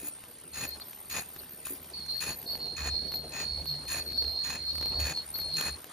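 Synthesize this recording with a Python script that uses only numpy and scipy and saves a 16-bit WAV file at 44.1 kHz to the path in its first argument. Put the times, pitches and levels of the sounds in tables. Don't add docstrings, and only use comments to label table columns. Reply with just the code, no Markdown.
import sys
import numpy as np
from scipy import signal
from scipy.fft import rfft, irfft, next_fast_len
from scipy.io import wavfile
from scipy.ndimage import uniform_filter1d, map_coordinates

SR = 44100
rng = np.random.default_rng(int(sys.argv[2]) if len(sys.argv) > 2 else 0)


def field_ratio(decibels):
    return 10 ** (np.asarray(decibels, dtype=float) / 20)


def int16_out(signal):
    q = np.round(np.clip(np.atleast_2d(signal).T, -1, 1) * 32767)
    wavfile.write(sys.argv[1], SR, q.astype(np.int16))


N = 261072
T = np.arange(N) / SR

# pitch_hz, likeness (0 to 1)
PORT_LIKENESS = [(500, .9), (800, .8), (1200, .5), (4000, .55), (6800, .75), (7600, .99), (15000, .995)]
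# pitch_hz, phase_rad
PORT_PHASE = [(0, 0), (2000, -.2), (2500, .7), (4200, .1), (5000, .6), (6000, -.4), (6800, -1.35),
              (8100, -np.pi), (14900, -3 * np.pi)]

# time_s, rumble_db, body_db
HALL_LEVELS = [(0.0, -59.5, -58), (0.49, -60.5, -61), (0.74, -55, -56), (0.99, -59, -60),
               (1.84, -56.5, -57), (2.3, -53, -57), (2.97, -50.5, -59), (3.92, -54.5, -56.5),
               (4.3, -51, -58.5), (4.75, -55.5, -56), (4.96, -45, -54.5), (5.23, -57, -55),
               (5.62, -49.5, -55.5), (5.92, -60, -56)]
# pitch_hz, relative_db
HALL_COLOUR = [(60, -4.5), (200, -1.5), (400, -2.5), (900, -6), (1600, -9), (3000, -11), (4500, -9.5),
               (6000, -17), (7600, -14), (9600, 3), (11000, -67), (12400, 4.5), (13800, 1), (14600, -48)]

# start_s, level_db (before boost and colour)
TICKS = [(0.2388, -36), (0.7991, -34.5), (0.9317, -35), (1.1842, -35.5), (1.3632, -34.5), (1.4341, -40),
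         (1.6694, -28), (1.8441, -39), (2.0008, -42), (2.0626, -36.5), (2.4283, -38.5), (2.554, -33),
         (2.5769, -36), (2.8694, -34), (3.08, -40), (3.1212, -31), (3.1397, -30.5), (3.657, -32),
         (4.122, -31.5), (4.2237, -31.5), (4.2456, -35), (4.2776, -38), (4.755, -30), (4.782, -33),
         (4.812, -28.5), (4.8273, -30), (4.8588, -29), (4.9935, -30), (5.1735, -33.5), (5.3566, -32),
         (5.39, -34), (5.417, -36.5), (5.5904, -33), (5.6115, -23), (5.8435, -33.5)]
# pitch_hz, gain_db
TICK_COLOUR = [(300, 4), (1500, -1), (3000, -2.5), (7000, -6), (12000, -7), (13300, 3), (14300, -53)]

# start_s, level_db (scales all the modes)
THUDS = [(0.031, -53), (1.705, -51), (1.724, -49.5)]
# pitch_hz, relative_db, decay_s (to -60 dB)
THUD_MODES = [(289, 9, 0.2), (349, 12, 0.07), (500, -11, 0.059)]

# start_s, length_s, level_db
SQUEAKS = [(0.524, 0.13, -46), (0.663, 0.098, -44), (0.802, 0.019, -40), (1.097, 0.107, -45),
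           (1.38, 0.02, -48.5), (1.65, 0.033, -56)]

# time_s, level_db (rms)
HUM_LEVEL = [(0.0, -63.5), (0.4, -79), (0.64, -49), (0.71, -62.5), (0.77, -58), (0.87, -81), (1.17, -60.5),
             (1.53, -69), (2.26, -55.5), (2.29, -43.5), (2.46, -80), (2.51, -48.5), (2.75, -63),
             (2.82, -45.5), (3.31, -55), (3.61, -40), (3.66, -52.5), (4.75, -48.5), (5.06, -37),
             (5.14, -60), (5.49, -47.5), (5.56, -71), (5.72, -44), (5.92, -81)]
# time_s, level_db (peak, before its flutter)
HUM_OCTAVE_LEVEL = [(0.0, -79), (0.03, -68), (0.51, -86), (0.61, -57), (1.02, -90), (1.19, -48), (1.3, -83),
                    (2.31, -51.5), (2.36, -78), (2.65, -55), (3.68, -54.5), (3.71, -44), (4.04, -62.5),
                    (4.78, -59.5), (4.91, -48), (5.28, -63.5), (5.59, -49.5), (5.92, -70.5)]

# time_s, level_db (left-right mean)
LOW_WHISTLE_LEVEL = [(0.0, -58), (2.78, -63), (4.25, -60.5), (5.09, -66.5), (5.18, -58.5), (5.41, -60),
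                     (5.52, -58), (5.92, -62.5)]
# time_s, level_db (left-right mean)
HIGH_WHISTLE_LEVEL = [(0.0, -71), (0.18, -57), (0.58, -63), (0.69, -42), (0.77, -65), (0.81, -50),
                      (1.73, -53), (1.78, -67), (1.83, -44.5), (1.96, -72), (2.04, -58.5), (2.52, -49),
                      (2.97, -85), (3.15, -42.5), (3.23, -63), (3.54, -84), (3.68, -43), (3.77, -69),
                      (4.07, -47.5), (4.6, -76), (4.8, -48.5), (5.16, -62), (5.41, -43.5), (5.44, -64),
                      (5.87, -53.5), (5.92, -68)]

# start_s, length_s (four lower bands), body_db (third band), middle_db (second band over the body),
# treble_db (fifth band), swell_db (start to end); all band levels are before the swell
WELDS = [(-0.03, 0.11, -58.5, -6, -49, 4.5), (0.532, .12, -46, -1.5, -49, 7),
         (1.096, 0.1, -44, -1.5, -47, 4.5), (1.646, 0.047, -53.5, -0.5, -48.5, -2.5),
         (2.2, .12, -43.5, -2.5, -45.5, -2.5), (2.761, .13, -46.5, 0.5, -57, -0.5),
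         (3.317, .12, -46, -2.1, -60, 2), (3.877, .12, -44.5, -2, -46, -2.5),
         (4.435, .13, -45.5, -1.7, -54, -2.1), (4.995, .13, -44.5, -1.5, -51.5, -2.1),
         (5.561, .13, -44.5, 1, -46, -4)]
# pitch_hz, relative_db
WELD_HISS = [(150, 5), (400, -2.5), (800, 1.5), (1300, 0.5), (2100, -2.5), (3200, -9.5), (5300, 0),
             (6100, 1), (7600, -4.5), (8600, -28), (10000, -3), (11400, -11), (13600, -28), (14300, -41)]
# pitch_hz, width_hz, relative_db (on the scale of the hiss colour)
WELD_TONES = [(1768, 280, 6), (2488, 89, 8.5), (2643, 37, 6.5), (4960, 110, 6), (6800, 314, 15.5),
              (8950, 31, 14.5), (10620, 13, 11.5), (12420, 260, -1), (15340, 200, 19.5)]
# pitch_hz, left_over_right_db
WELD_BALANCE = [(60, 0.0), (120, 0.0), (240, -17), (480, -13), (950, 3), (1890, -0.5), (3770, 6.5),
                (7520, -1), (15000, 2)]
WELD_EDGES = [100, 900, 2200, 4300, 8600, 13500, 15700]

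# time_s, level_db
WHINE_STRETCHES = [
    [(1.935, -44), (1.961, -37.5), (2.079, -47.5), (2.091, -33.5), (2.215, -39.5), (2.225, -46),
     (2.335, -38.5), (2.36, -60)],
    [(2.46, -44), (2.49, -31.5), (2.554, -34), (2.58, -45), (2.632, -35), (2.788, -44.5), (2.962, -32),
     (3.04, -38.5)],
    [(3.04, -37), (3.048, -37.5), (3.164, -33.5), (3.214, -44), (3.3, -50), (3.484, -36), (3.592, -35.5),
     (3.645, -47)],
    [(3.645, -48), (3.675, -32.5), (3.697, -31.5), (3.851, -48), (3.871, -41), (4.023, -37.5), (4.037, -56),
     (4.05, -53)],
    [(4.05, -52), (4.068, -42), (4.164, -33), (4.168, -28), (4.346, -36.5), (4.386, -32), (4.554, -42.5),
     (4.63, -39)],
    [(4.63, -40), (4.71, -30.5), (4.73, -34.5), (5.018, -33), (5.136, -44), (5.184, -31), (5.236, -47.5),
     (5.25, -58)],
    [(5.34, -41), (5.36, -31), (5.382, -46), (5.406, -33.5), (5.486, -38.5), (5.548, -31), (5.744, -41.5),
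     (5.77, -59)],
]
# centre_s, width_s (standard deviation), depth_db
WHINE_DIPS = [(2.585, 0.0077, 10), (3.845, 0.0047, 5), (4.238, 0.0086, 2)]
# time_s, left_over_right_db
WHINE_BALANCE = [(0.5, -11), (0.56, 4.5), (2.12, -3), (2.18, 7.5), (2.31, 1), (3.05, -8.5), (3.17, 4),
                 (3.48, -4.0), (3.88, 0.5), (3.95, -6), (4.1, 1.5), (4.31, -4), (5.24, -0.5), (5.31, 5),
                 (5.65, -3.5), (5.8, 6)]
# time_s, pitch_hz
WHINE_CENTRE = [(0.5, 4230), (1.9, 4350), (2.12, 4252), (2.33, 4360), (2.55, 4296), (2.72, 4264),
                (2.85, 4270), (3.0, 4264), (3.27, 4228), (3.5, 4340), (3.63, 4260), (3.72, 4276),
                (4.0, 4303), (4.36, 4233), (4.6, 4276), (4.95, 4282), (5.12, 4374), (5.2, 4314),
                (5.45, 4290), (5.62, 4270), (5.8, 4250)]

COMB_HZ, THROB_HZ, HUM_HZ = 4227.9, 73.8, 73.0
CYCLE_S, SLIP_S = .5585, .285
LOCK_S, STEADY_S = 1.9, 2.55


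def unit(x):
    return x / np.sqrt(np.mean(np.atleast_2d(x).mean(0) ** 2) + 1e-20)


def along(points, hz):
    f, v = np.transpose(points)
    return np.interp(np.log(hz + 1), np.log(f + 1), v)


def curves(rows):
    s, *cols = np.transpose(rows)
    return np.array([np.interp(T, s, c) for c in cols])


def bursts(tables):
    gate = sum((T >= rows[0][0]) & (T < rows[-1][0]) for rows in tables)
    values = uniform_filter1d(curves(np.vstack(tables)), size=260, axis=1)
    return values, uniform_filter1d(gate * 1., size=300)


def wobble(rate, channels=1):
    knots = rng.standard_normal((channels, int(N * rate / SR) + 4))
    return np.array([map_coordinates(k, [T * rate]) for k in knots])


def filtered(x, response):
    m = next_fast_len(N + 8192)
    return irfft(rfft(x, m) * response(np.fft.rfftfreq(m, 1 / SR)), m)[..., :N]


def ports(pair):
    def turn(hz):
        phase = np.interp(hz, *np.transpose(PORT_PHASE))
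        return np.exp(np.outer([.5j, -.5j], phase))
    return filtered(pair, turn)


def sides(db):
    return field_ratio(np.array([db / 2, -db / 2]))


def rush(gain, patchy_db):
    z = signal.stft(rng.standard_normal((2, N)), nperseg=512)[2]
    field = uniform_filter1d(rng.standard_normal(z.shape[1:]), size=5, axis=0)
    field = uniform_filter1d(field, size=6, axis=1)
    pair = signal.istft(z * field_ratio(patchy_db * field / field.std()), nperseg=512)[1][:, :N]

    def mid_side(hz):
        angle = np.arccos(np.clip(along(PORT_LIKENESS, hz), 0, 1)) / 2
        return np.array([np.cos(angle), np.sin(angle)])
    mid, side = filtered(pair, mid_side)
    return ports(filtered(np.array([mid + side, mid - side]), gain))


def band(x, lo_hz, hi_hz):
    return unit(filtered(x, lambda hz: 1 / (1 + (lo_hz / (hz + 1)) ** 16) / (1 + (hz / hi_hz) ** 16)))


def tone(hz, blur_hz, channels=1):
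    trembling_hz = hz + blur_hz * wobble(260, channels)
    return np.sqrt(2) * np.sin(2 * np.pi * np.cumsum(trembling_hz, axis=1) / SR)


def hall():
    rumble_db, body_db = curves(HALL_LEVELS)
    air_db = -67.5 + 3 * wobble(2.92)
    noise = rush(lambda f: field_ratio(along(HALL_COLOUR, f)), patchy_db=3.0)
    noise = noise * field_ratio(1.09 * wobble(25) + 0.81 * wobble(90))
    throb = 1 + 0.17 * np.sin(2 * np.pi * HUM_HZ * T + wobble(8.3))
    rumble = field_ratio(rumble_db + 0.54 * wobble(11)) * throb * band(noise, 67, 902)
    body = field_ratio(body_db) * band(noise, 873, 8780)
    air = field_ratio(air_db) * band(noise, 10000, 12440)
    return rumble + body + air


def ticks():
    blows, t = np.zeros(N + 500), np.arange(400) / SR
    when, size = rng.random((2, 700))
    faint = np.transpose([when * T[-1], -54 + 12 * size ** 3])
    for s, db in np.vstack([TICKS, faint]):
        hiss = .3 * field_ratio(-60 * t / .009) * rng.standard_normal(len(t))
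        click = .45 * (t == 0) * rng.choice([-1, 1])
        blows[round(s * SR):][:len(t)] += field_ratio(db + 13.0) * (hiss + click)
    pair = sides(2.5)[:, None] * blows[:N]
    return ports(filtered(pair, lambda hz: field_ratio(along(TICK_COLOUR, hz))))


def thuds():
    out, t = np.zeros(N), np.arange(SR // 5) / SR
    for s, db in THUDS:
        ring = sum(field_ratio(level - 60 * t / t60) * np.sin(2 * np.pi * hz * t) for hz, level, t60 in THUD_MODES)
        out[round(s * SR):][:len(t)] += field_ratio(db) * ring * (1 - np.exp(-t / 0.0011))
    return out


def slips(wide_s=.025):
    cycles_away = ((T - SLIP_S) / CYCLE_S + .5) % 1 - .5
    return np.exp(-.5 * cycles_away ** 2 * (CYCLE_S / wide_s) ** 2)


def squeaks():
    attack_s, release_s = .012, 0.04
    out = np.zeros(N)
    for s, long_s, db in SQUEAKS:
        rise = np.clip((T - s) / attack_s, 0, 1)
        fall_db = 60 * np.clip(T - s - long_s, 0, 1) / release_s
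        out += rise * field_ratio(db - fall_db)
    return out


def hum():
    first_db, second_db = curves(HUM_LEVEL), curves(HUM_OCTAVE_LEVEL)
    phase = 2 * np.pi * HUM_HZ * T + 1.1 * wobble(11)
    thump = band(rng.standard_normal(N), 38.0, 112)
    first = unit((np.sin(phase) + .35 * thump) * field_ratio(3.5 * wobble(10)))
    with_squeaks = field_ratio(-16) * uniform_filter1d(squeaks(), size=900)
    octave = field_ratio(second_db + 2.5 * wobble(9.9)) * np.sin(2 * phase + 1.07 * wobble(23))
    return (field_ratio(first_db) + with_squeaks) * first + octave


def whistles():
    low_hz = 8813 + 70 * wobble(12)[0]
    high_hz = 13110 - 70 * slips() + 30 * wobble(3)[0]
    low_blur_hz = np.where(T < STEADY_S, 90, 45)
    out = np.zeros((2, N))
    for hz, db, blur_hz, flicker_db in ((low_hz, curves(LOW_WHISTLE_LEVEL), low_blur_hz, 2.5),
                                        (high_hz, curves(HIGH_WHISTLE_LEVEL), 45, 4.5)):
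        throb = 1 + 0.5 * np.sin(2 * np.pi * THROB_HZ * T + wobble(9.1))
        sputter = field_ratio(flicker_db * wobble(17) + 3.9 * wobble(200))
        out += field_ratio(db) * unit(ports(tone(hz, blur_hz) * throb * sputter))
    return out


def weld_hiss():
    def colour(f):
        tones = sum(field_ratio(db) ** 2 / (1 + (2 * (f - c) / w) ** 4) for c, w, db in WELD_TONES)
        return np.sqrt(field_ratio(along(WELD_HISS, f)) ** 2 + tones) * sides(along(WELD_BALANCE, f))
    grain = field_ratio(1.5 * wobble(150) + 1.3 * wobble(35))
    throb = 1 + .25 * np.sin(2 * np.pi * THROB_HZ * T)
    hiss = rush(colour, patchy_db=0.5) * grain * throb
    return np.array([band(hiss, *edges) for edges in zip(WELD_EDGES, WELD_EDGES[1:])])


def welds():
    parts = weld_hiss()
    rise_s = np.array([[.09], [.025], [.006], [.006], [.008], [.008]])
    out = np.zeros((2, N))
    for s, body_s, body_db, middle_db, treble_db, swell_db in WELDS:
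        span = slice(max(round(s * SR), 0), round(s * SR) + SR // 3)
        t = T[span] - s
        lower_db = body_db + np.array([-1.5, middle_db, 0, -0.6])
        db = np.append(lower_db, [treble_db, -63])
        length = np.array([body_s] * 4 + [0.12] * 2)[:, None]
        after = np.clip(t - length, 0, 1)
        tail = .72 * field_ratio(-60 * after / .05) + .28 * field_ratio(-60 * after / .3)
        swell = swell_db * (np.clip(t / length, 0, 1) - .5)
        rise = np.clip(t / rise_s, 0, 1)
        levels = rise * tail * field_ratio(db[:, None] + swell)
        out[:, span] += (levels[:, None] * parts[:, :, span]).sum(0)
    return out


def whine_comb(centre_hz):
    comb = np.zeros((2, N))
    for k in range(-4, 5):
        hz = COMB_HZ + k * THROB_HZ
        weight = np.exp(-.5 * ((hz - centre_hz) / 60) ** 2) + .04
        phase = 2 * np.pi * hz * T + .7 * wobble(40) + .8 * wobble(9, channels=2)
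        flicker = field_ratio(3 * wobble(24) + 2 * wobble(14, channels=2))
        comb += weight * flicker * np.sin(phase)
    power = uniform_filter1d(comb.mean(0) ** 2 + comb.std(0) ** 2 / 3, size=3000)
    return comb / np.sqrt(np.abs(power) + 1e-9)


def whine():
    (db,), gate = bursts(WHINE_STRETCHES)
    db = db - sum(deep_db * np.exp(-.5 * ((T - s) / wide_s) ** 2) for s, wide_s, deep_db in WHINE_DIPS)
    pan_db, = curves(WHINE_BALANCE)
    centre_hz = curves(WHINE_CENTRE)[0] + 100 * slips(0.042)
    centre_hz = centre_hz + 15 * wobble(6.5, channels=2)
    comb = whine_comb(centre_hz)
    early = T < LOCK_S
    melt = np.maximum(slips(), .8 * early)
    rough = tone(centre_hz, 42, channels=2) * field_ratio(3 * wobble(70))
    noise = rng.standard_normal((2, N))
    haze = (.16 + .1 * early) * band(noise, 4050, 4550) + .018 * band(noise, 3700, 5200)
    level = gate * field_ratio(db) + squeaks()
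    return level * sides(pan_db) * ((1 - melt) * comb + melt * rough + haze)


def scene():
    return hall() + ticks() + thuds() + hum() + whistles() + welds() + whine()


def low_pass(x):
    return signal.sosfilt(signal.butter(12, 15720, fs=SR, output="sos"), x)


def record(dry):
    mid = dry.mean(0)
    side = filtered(dry[0] - mid, lambda hz: 1 / (1 + (640 / (hz + 1)) ** 6))
    return low_pass(np.array([mid + side, mid - side]))


dry = scene()
out = record(dry)
int16_out(out)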